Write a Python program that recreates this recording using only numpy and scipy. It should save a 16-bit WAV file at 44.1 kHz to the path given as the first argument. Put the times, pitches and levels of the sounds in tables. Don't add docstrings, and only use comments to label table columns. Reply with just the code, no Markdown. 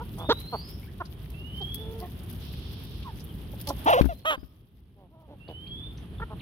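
import sys
import numpy as np
from scipy import signal
from scipy.fft import rfft, irfft, next_fast_len
from scipy.io import wavfile
from scipy.ndimage import uniform_filter1d

SR = 44100
rng = np.random.default_rng(int(sys.argv[2]) if len(sys.argv) > 2 else 0)


def transcribe(u):
    v = np.clip(np.atleast_2d(u).T, -1, 1)
    q = np.round(v * 32767).astype(np.int16)
    wavfile.write(sys.argv[1], SR, q)


N = 282681
TIME = np.arange(N) / SR
TOP_HZ = 15800

# frequency in Hz, relative level in dB.
HUM_EQ = [(25, -29), (56, 1.5), (75, -2), (160, -7), (250, -15), (400, -20.5), (1500, -76.5)]
HISS_EQ = [(700, 7.5), (2200, -2.5), (3200, 4.5), (5500, -19), (7300, -27.5), (9000, -9.5), (9800, -19.5),
           (11000, -4.5), (14000, -37.5)]
INSECT_EQ = [(1800, -27), (2600, -4.5), (3300, 3.5), (5500, -6.5), (7000, -33)]
GRIT_EQ = [(1000, -11.5), (3500, -2), (5500, -8.5), (7500, -22), (11500, -1.5), (16000, -7)]
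# time in seconds, level in dB.
INSECT_LEVEL = [(2.38, -87), (2.42, -52), (2.75, -52), (3.1, -57), (3.15, -66)]
# time in seconds, base level in dB.
GRIT_LEVEL = [(0, -54), (.6, -56), (.9, -62), (1.7, -56), (2.8, -57), (4.1, -54), (5.2, -71), (6.4, -69.5)]
# start and length in
# seconds, pitch in Hz, glide in octaves, level in dB, throat resonance in Hz, roughness from 0 to 1.
CLUCKS_AND_CATCHES = [(-.01, .046, 465, .25, -37.5, 926, .2), (.172, .1, 165, -.1, -41, 880, .45),
                      (.289, .013, 300, 0, -18.8, 530, .02), (.524, .04, 225, -.5, -28.5, 840, .13),
                      (1.002, .025, 350, -.25, -31, 1035, .2), (1.603, .034, 385, -.4, -42, 650, .2),
                      (2.005, .065, 360, 0, -39.5, 720, .28), (3.045, .069, 985, -.52, -41.5, 1030, .2),
                      (3.533, .013, 272, -.4, -42, 600, .1),  (3.668, .061, 285, 0, -33.5, 700, .25),
                      (3.701, .011, 345, 0, -26.5, 825, .3), (3.858, .014, 300, 0, -23.5, 530, .1),
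                      (5.275, .086, 285, 0, -49, 610, .48), (5.476, .056, 167, -.1, -42.5, 620, .42),
                      (6.197, .018, 440, 0, -41, 1100, .7), (6.214, .029, 460, .05, -33.5, 1270, .18),
                      (6.299, .049, 215, -.17, -42.5, 860, .22)]
MOANS = [(1.752, .32, 446, .04, -43.3, 520), (4.955, .125, 192, -.3, -57.5, 660),
         (5.1, .19, 322, -.12, -58, 760)]
# start and length in seconds; opening pitch, climb and final flick in Hz;
# level, swell up to that level, lean to the right and echo send in dB.
PEEPS = [(.18, .575, 3320, 1450, 670, -49, -4, 2.5, 0), (1.33, .52, 2600, 930, 0, -41, 10, 10.5, 2),
         (4.07, .42, 3850, 900, 670, -71, -5, 2.5, 0), (5.39, .5, 2630, 930, 20, -41, 17, 10.5, 0)]
# peep level in dB, quiver as a share of the pitch.
PEEP_QUIVER = [(-62, .012), (-45, .016), (-42, .009)]
# start in seconds, level in dB.
PIPS = [(5.476, -57), (5.664, -54), (5.968, -56), (6.182, -51), (6.392, -49)]
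# start and length in seconds, opening and closing pitch in Hz, level in dB.
CHIRPS = [(.82, 0.025, 2060, 2400, -60), (0.871, 0.031, 1490, 2040, -59), (2.02, .035, 2050, 1750, -55),
          (3.29, .025, 3300, 3000, -56)]
# start in seconds, level in dB, brightness in Hz.
PECKS = [(.183, -48, 8000), (.397, -47.5, 9000), (1.051, -51, 5000), (1.612, -49, 4000), (2.231, -50, 9000),
         (3.022, -48, 3180), (3.2, -49, 6000), (3.239, -46.5, 11600), (3.685, -33.5, 6300),
         (3.8424, -43, 9000), (3.938, -39, 11500)]
TICKS_AND_CRACK = [(1.301, -49, 9000), (1.743, -32, 12000), (1.754, -41, 9500), (2.328, -47, 11000),
                   (3.611, -38, 10000), (3.671, -31, 5500), (4.014, -32, 1500), (4.053, -45, 8000)]
# centre and nominal width in Hz, gain in dB.
BOK_THROAT = [(470, 100, -4), (1000, 100, -1.5), (1390, 280, -11), (3660, 430, -12.5), (5600, 900, -38)]
SQUAWK_UPPER_THROAT = [(2700, 350, -6), (3350, 300, 0), (5900, 360, -22)]
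YELP_THROAT = [(620, 480, -4), (1340, 560, -0.5), (3150, 400, -6), (6100, 550, -28), (11300, 1300, -25)]
# time in seconds, pitch in Hz.
SQUAWK_PITCH = [(3.857, 290), (3.868, 310), (3.885, 440), (3.894, 485), (3.897, 650), (3.908, 710),
                (3.915, 920), (3.919, 720), (3.927, 690), (3.935, 575), (3.962, 465), (3.972, 560),
                (3.98, 710), (3.987, 735), (3.993, 535), (4.008, 510)]
# pitch in Hz, roughness from 0 to 1.
SQUAWK_ROUGHNESS = [(300, .3), (560, .4), (760, .55)]
# time in seconds, centre in Hz, level in dB.
SQUAWK_RASP = [(3.86, 3300, -47), (3.88, 3300, -35), (3.908, 2750, -35), (3.933, 3000, -32),
               (3.946, 2650, -33), (3.965, 2750, -47), (4.003, 3250, -41)]
# start in seconds, level in dB, contact time in seconds.
KNOCKS = [(4.0107, 5, .0008), (4.024, -4, .002), (4.041, 2, .003), (4.056, 1, .002), (4.377, -16, .002),
          (4.43, -17, .002)]
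# frequency in Hz, level in dB, seconds to fall by 60 dB.
PORT_MODES = [(58, -12.5, .15), (115, -16, .07), (189, 0, .018), (262, -16, .075)]
# time in seconds, pitch in Hz, level in dB, roughness from 0 to 1.
YELP_SHAPE = [(4.246, 470, -38, .6), (4.256, 583, -28, .5), (4.268, 620, -25.5, .15),
              (4.282, 648, -23.5, .04), (4.302, 620, -24, .08), (4.309, 603, -25.5, .5),
              (4.325, 600, -25, .55), (4.348, 540, -32, .45), (4.366, 520, -46, .3)]


def undb(db):
    return 10 ** (np.asarray(db) / 20)


def unit(x):
    return x / np.sqrt(np.mean(x ** 2) + 1e-18)


def curves(rows, t):
    knots, *columns = np.transpose(rows)
    return [np.interp(t, knots, column) for column in columns]


def span(rows):
    return np.arange(rows[0][0], rows[-1][0], 1 / SR)


def add(out, start, x):
    i = int(start * SR)
    a, b = max(i, 0), min(i + x.shape[-1], N)
    out[:, a:b] += x[:, a - i:b - i]


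def fades(t, attack, release):
    return np.clip(np.minimum((t - t[0]) / attack, (t[-1] - t) / release), 0, 1)


def wander(t, rate):
    width = max(int(SR / rate), 1)
    drift = uniform_filter1d(uniform_filter1d(rng.standard_normal(N // 4), width), width)
    return unit(drift)[np.arange(len(t)) % len(drift)]


def filtered(x, response):
    size = next_fast_len(x.shape[-1] + 2048)
    hz = np.arange(size // 2 + 1) * SR / size + 1e-3
    return irfft(rfft(x, size) * response(hz), size)[..., :x.shape[-1]]


def colour(x, eq):
    hz, db = np.transpose(eq)
    return unit(filtered(x, lambda f: undb(np.interp(np.log(f), np.log(hz), db))))


def resonance(f, hz, width):
    return 1 / (1 + 1j * (f / hz - hz / f) * hz / width)


def ports(x, lead_ms, right_db):
    left = filtered(x, lambda f: np.exp(2j * np.pi * f * lead_ms / 1000))
    return np.array([left * undb(-right_db / 2), x * undb(right_db / 2)])


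def yard_echo(x, db, t60):
    t = np.arange(SR // 2) / SR
    tail = rng.standard_normal((2, len(t))) * undb(-60 * t / t60) * (1 - np.exp(-t / .0027))
    tail = unit(tail) / np.sqrt(len(t))
    return x + undb(db) * signal.fftconvolve(x.mean(axis=0)[None], tail, axes=1)[:, :N]


def background(hum_db, hiss_db):
    hum = colour(rng.standard_normal(N) + .25 * rng.standard_normal((2, N)), HUM_EQ)
    hum *= undb(hum_db + .96 * wander(TIME, 38))
    hiss = colour(.5 * rng.standard_normal(N) + rng.standard_normal((2, N)), HISS_EQ)
    hiss *= undb(hiss_db + wander(TIME, 30))
    insect = colour(rng.standard_normal((2, N)), INSECT_EQ)
    insect *= undb(curves(INSECT_LEVEL, TIME)[0] + wander(TIME, 150))
    insect *= (TIME > INSECT_LEVEL[0][0]) & (TIME < INSECT_LEVEL[-1][0])
    return hum + (hiss + insect) * undb(np.array([[-1.8], [1.6]]))


def grains(size, per_second, spread_db):
    clicks = (rng.random((2, size)) < per_second / SR) * rng.standard_normal((2, size))
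    return clicks * undb(spread_db * np.minimum(rng.exponential(size=(2, size)), 4))


def trickle(db):
    ticks = sum(filtered(grains(N, per_second=520, spread_db=4), lambda f: resonance(f, hz, width=900))
                for hz in np.linspace(2000, 15000, 10))
    flurries = undb(3.8 * wander(TIME, 35))
    return colour(ticks * flurries, GRIT_EQ) * undb(db + np.array([[1], [-1]]))


def syrinx(t, hz, rough, throat, jitter, subharmonic, breath):
    def tract(f, shape):
        return sum((-1) ** k * undb(db) * resonance(f, centre, 2.01 * width) ** 2
                   for k, (centre, width, db) in enumerate(shape))
    phase = 2 * np.pi * np.cumsum(hz * (1 + jitter * rough * wander(t, 350))) / SR
    ratios = np.arange(1, 49)[:, None] / 2
    partial_hz = ratios * hz
    partials = tract(partial_hz, throat) * np.where(ratios % 1, subharmonic * rough, 1)
    partials *= partial_hz < TOP_HZ
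    samples = np.arange(len(t))
    knots = samples[::50]
    slips = np.array([np.interp(samples, knots, rng.standard_normal(len(knots))) for _ in ratios])
    smear = np.clip((.25 + rough) * (partial_hz / 3000) ** 2 * slips, -np.pi, np.pi)
    tone = np.sum(partials * np.exp(1j * (ratios * phase + smear)), axis=0).real
    tone /= np.sqrt(np.sum(abs(partials) ** 2, axis=0) / 2)
    mean_throat = [(np.mean(centre), width, db) for centre, width, db in throat]
    puffs = rng.standard_normal(len(t)) * (1 + np.cos(phase))
    air = unit(filtered(puffs, lambda f: tract(f, mean_throat)))
    shimmer = undb(2.5 * rough * wander(t, 260))
    return shimmer * (tone + breath * rough * air)


def cluck(length, pitch_hz, glide, db, throat_hz, rough):
    progress = np.linspace(0, 1, int(length * SR))
    arch_octaves = -.08 * (2 * progress - 1) ** 2
    hz = pitch_hz * 2 ** (glide * (progress - .5) + arch_octaves)
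    throat = [(.44 * throat_hz, 250, -5), (throat_hz, 320, 0), (1.41 * throat_hz, 350, -8),
              (2 * throat_hz, 300, -25), (3300, 900, -30)]
    voice = syrinx(progress, hz, rough, throat, jitter=.1, subharmonic=.5, breath=1.1)
    swell = np.abs(np.sin(np.pi * progress)) ** .75
    return ports(voice * undb(db) * swell, lead_ms=.13, right_db=2)


def hens():
    out = np.zeros((2, N))
    for start, *shape in CLUCKS_AND_CATCHES:
        add(out, start, cluck(*shape))
    for start, *shape in MOANS:
        add(out, start, cluck(*shape, rough=.27))
    return out


def whistle(hz, db, quiver):
    phase = 2 * np.pi * np.cumsum(hz * (1 + quiver * wander(hz, 160))) / SR
    return np.sin(phase) * undb(db + 3 * wander(hz, 70)) * signal.windows.tukey(len(hz), .08)


def chicks():
    out, far = np.zeros((2, N)), np.zeros((2, N))
    for start, length, start_hz, climb_hz, flick_hz, db, swell_db, right_db, echo_db in PEEPS:
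        progress = np.linspace(0, 1, int(length * SR))
        hz = start_hz + climb_hz * progress ** .8 + flick_hz * np.interp(progress, [.62, .91], [0, 1])
        level_db = db + np.interp(progress, [0, .7, 1], [-swell_db, 0, -7])
        tone = whistle(hz, level_db, quiver=curves(PEEP_QUIVER, db)[0])
        peep = np.zeros((2, N))
        add(peep, start, ports(tone, lead_ms=.2, right_db=right_db))
        out += yard_echo(peep, echo_db, t60=.42)
    pip_s, foot_hz, top_hz = .019, 2600, 4150
    for start, db in PIPS:
        hz = foot_hz + (top_hz - foot_hz) * np.sin(np.linspace(0, np.pi, int(pip_s * SR)))
        add(far, start, whistle(hz, db, quiver=.22)[None])
    for start, length, start_hz, end_hz, db in CHIRPS:
        hz = np.linspace(start_hz, end_hz, int(length * SR))
        add(far, start, whistle(hz, db, quiver=.014)[None])
    return out + yard_echo(far, db=-3, t60=.2)


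def spray(db, hz, fade_s, order):
    t = np.arange(int(2 * fade_s * SR)) / SR
    sand = colour(grains(len(t), per_second=9000, spread_db=3), GRIT_EQ)
    burst = filtered(sand, lambda f: resonance(f, hz, .7 * hz) ** order)
    swell = (1 - np.exp(-t / (.15 * fade_s))) * undb(-30 * t / fade_s)
    return unit(burst) * undb(db) * swell / swell.max()


def pecks_and_ticks():
    out = np.zeros((2, N))
    for start, db, hz in PECKS:
        add(out, start, spray(db, hz, fade_s=.034 * (hz / 5000) ** -.35, order=2))
    for start, db, hz in TICKS_AND_CRACK:
        add(out, start, spray(db, hz, fade_s=.016, order=1))
    return out


def one_push(start, length, top_hz, drop_octaves, rise_share, top_db, rough):
    t = np.arange(start, start + length, 1 / SR)
    effort = np.interp((t - start) / length, [0, rise_share, 1], [0, 1, 0])
    hz = top_hz * 2 ** (-drop_octaves * (1 - effort) ** 1.9)
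    db = top_db - 7.5 * (1 - effort)
    roughness = np.interp(effort, [.68, .85], [rough, .08])
    return t, hz, db, roughness, fades(t, attack=.008, release=.25 * length)


def loud_call(push, throat, lead_ms, right_db, **texture):
    out = np.zeros((2, N))
    t, hz, db, rough, gate = push
    voice = syrinx(t, hz, rough, throat, **texture)
    edge = filtered(voice, lambda f: np.exp(-((f - 3100) / 900) ** 2))
    edge_db = np.maximum(db - db.max() + 3.5, -3)
    voice += edge * (undb(edge_db) - 1)
    add(out, t[0], ports(voice * undb(db) * gate, lead_ms, right_db))
    return out


def bok():
    push = one_push(.29, length=.045, top_hz=474, drop_octaves=.68,
                    rise_share=.5, top_db=-16.5, rough=.35)
    return loud_call(push, BOK_THROAT, lead_ms=.11, right_db=2.4, jitter=.054, subharmonic=.5, breath=.8)


def squawk():
    def cry(push, throat_hz):
        throat = [(throat_hz, 240, 25)] + SQUAWK_UPPER_THROAT
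        return loud_call(push, throat, lead_ms=.34, right_db=0, jitter=.06, subharmonic=.5, breath=.6)
    attack_s, hold_s, sag_s = .022, .078, .018
    open_hz, tired_hz = 790, 590
    t = span(SQUAWK_PITCH)
    hz = curves(SQUAWK_PITCH, t)[0]
    slack = np.clip(1 - (t - t[0]) / attack_s, 0, 1)
    tired = np.clip((t - t[0] - hold_s) / sag_s, 0, 1)
    roughness = curves(SQUAWK_ROUGHNESS, hz)[0] * (1 - tired) + .25 * tired
    db = -16.8 - 7 * slack - 3.5 * tired
    gate = fades(t, attack=.006, release=.006)
    out = cry((t, hz, db, roughness, gate), open_hz * (1 - tired) + tired_hz * tired)
    whimper = one_push(4.086, length=.054, top_hz=700, drop_octaves=.33,
                       rise_share=.15, top_db=-30, rough=.2)
    out += cry(whimper, tired_hz)
    rasp_hz, rasp_db = curves(SQUAWK_RASP, t)
    flutter = wander(t, 650) + 1j * wander(t, 650)
    ring = (flutter * np.exp(2j * np.pi * np.cumsum(rasp_hz) / SR)).real
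    puffs = 1 + .7 * np.cos(2 * np.pi * np.cumsum(hz) / SR)
    add(out, t[0], ports(unit(ring * puffs) * undb(rasp_db) * gate, lead_ms=.34, right_db=6))
    return out


def knocks():
    out, t = np.zeros((2, N)), np.arange(SR // 4) / SR
    swing = -sum(np.sin(2 * np.pi * hz * t) * undb(db - 60 * t / t60) for hz, db, t60 in PORT_MODES)
    for start, db, contact_s in KNOCKS:
        scrape = colour(rng.standard_normal(len(t)), [(400, 2), (1500, -3), (3500, -27), (7000, -65)])
        scrape *= undb(-24 - 60 * t / .03)
        contact = 1 - np.exp(-(t / contact_s) ** 2)
        thump = (.85 * swing + scrape) * contact * undb(db)
        add(out, start, np.outer([1, undb(-48)], thump))
    return out


def yelp():
    t = span(YELP_SHAPE)
    push = (t, *curves(YELP_SHAPE, t), fades(t, attack=.008, release=.008))
    return loud_call(push, YELP_THROAT, lead_ms=.23, right_db=2.5, jitter=.06, subharmonic=1, breath=.7)


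def scene():
    lull = np.exp(-((TIME - .98) / .38) ** 2)
    rush = np.exp(-((TIME - 3.89) / .15) ** 2)
    dip_start_s, sink_s, dip_end_s, return_s = 4.0, .24, 5.2, .36
    dip = 1 - np.exp(-np.maximum(TIME - dip_start_s, 0) / sink_s)
    dip *= np.exp(-np.maximum(TIME - dip_end_s, 0) / return_s)
    bed = background(hum_db=-38 - 3.6 * lull - 16.5 * dip,
                     hiss_db=-55 - 3.6 * lull + 6.5 * rush - 18.3 * dip)
    calls = yard_echo(bok() + squawk() + yelp(), db=-29, t60=.81)
    flock = yard_echo(hens(), db=-20, t60=.35) + chicks()
    grit = trickle(curves(GRIT_LEVEL, TIME)[0] + 7 * rush - 9 * dip)
    return bed + calls + flock + grit + pecks_and_ticks() + knocks()


def record(dry):
    low_cut = signal.butter(1, 22, "high", fs=SR, output="sos")
    high_cut = signal.ellip(10, .2, 80, TOP_HZ, fs=SR, output="sos")
    clipped = np.clip(signal.sosfilt(low_cut, dry), -1, 1)
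    return signal.sosfilt(high_cut, clipped)


dry = scene()
out = record(dry)
transcribe(out)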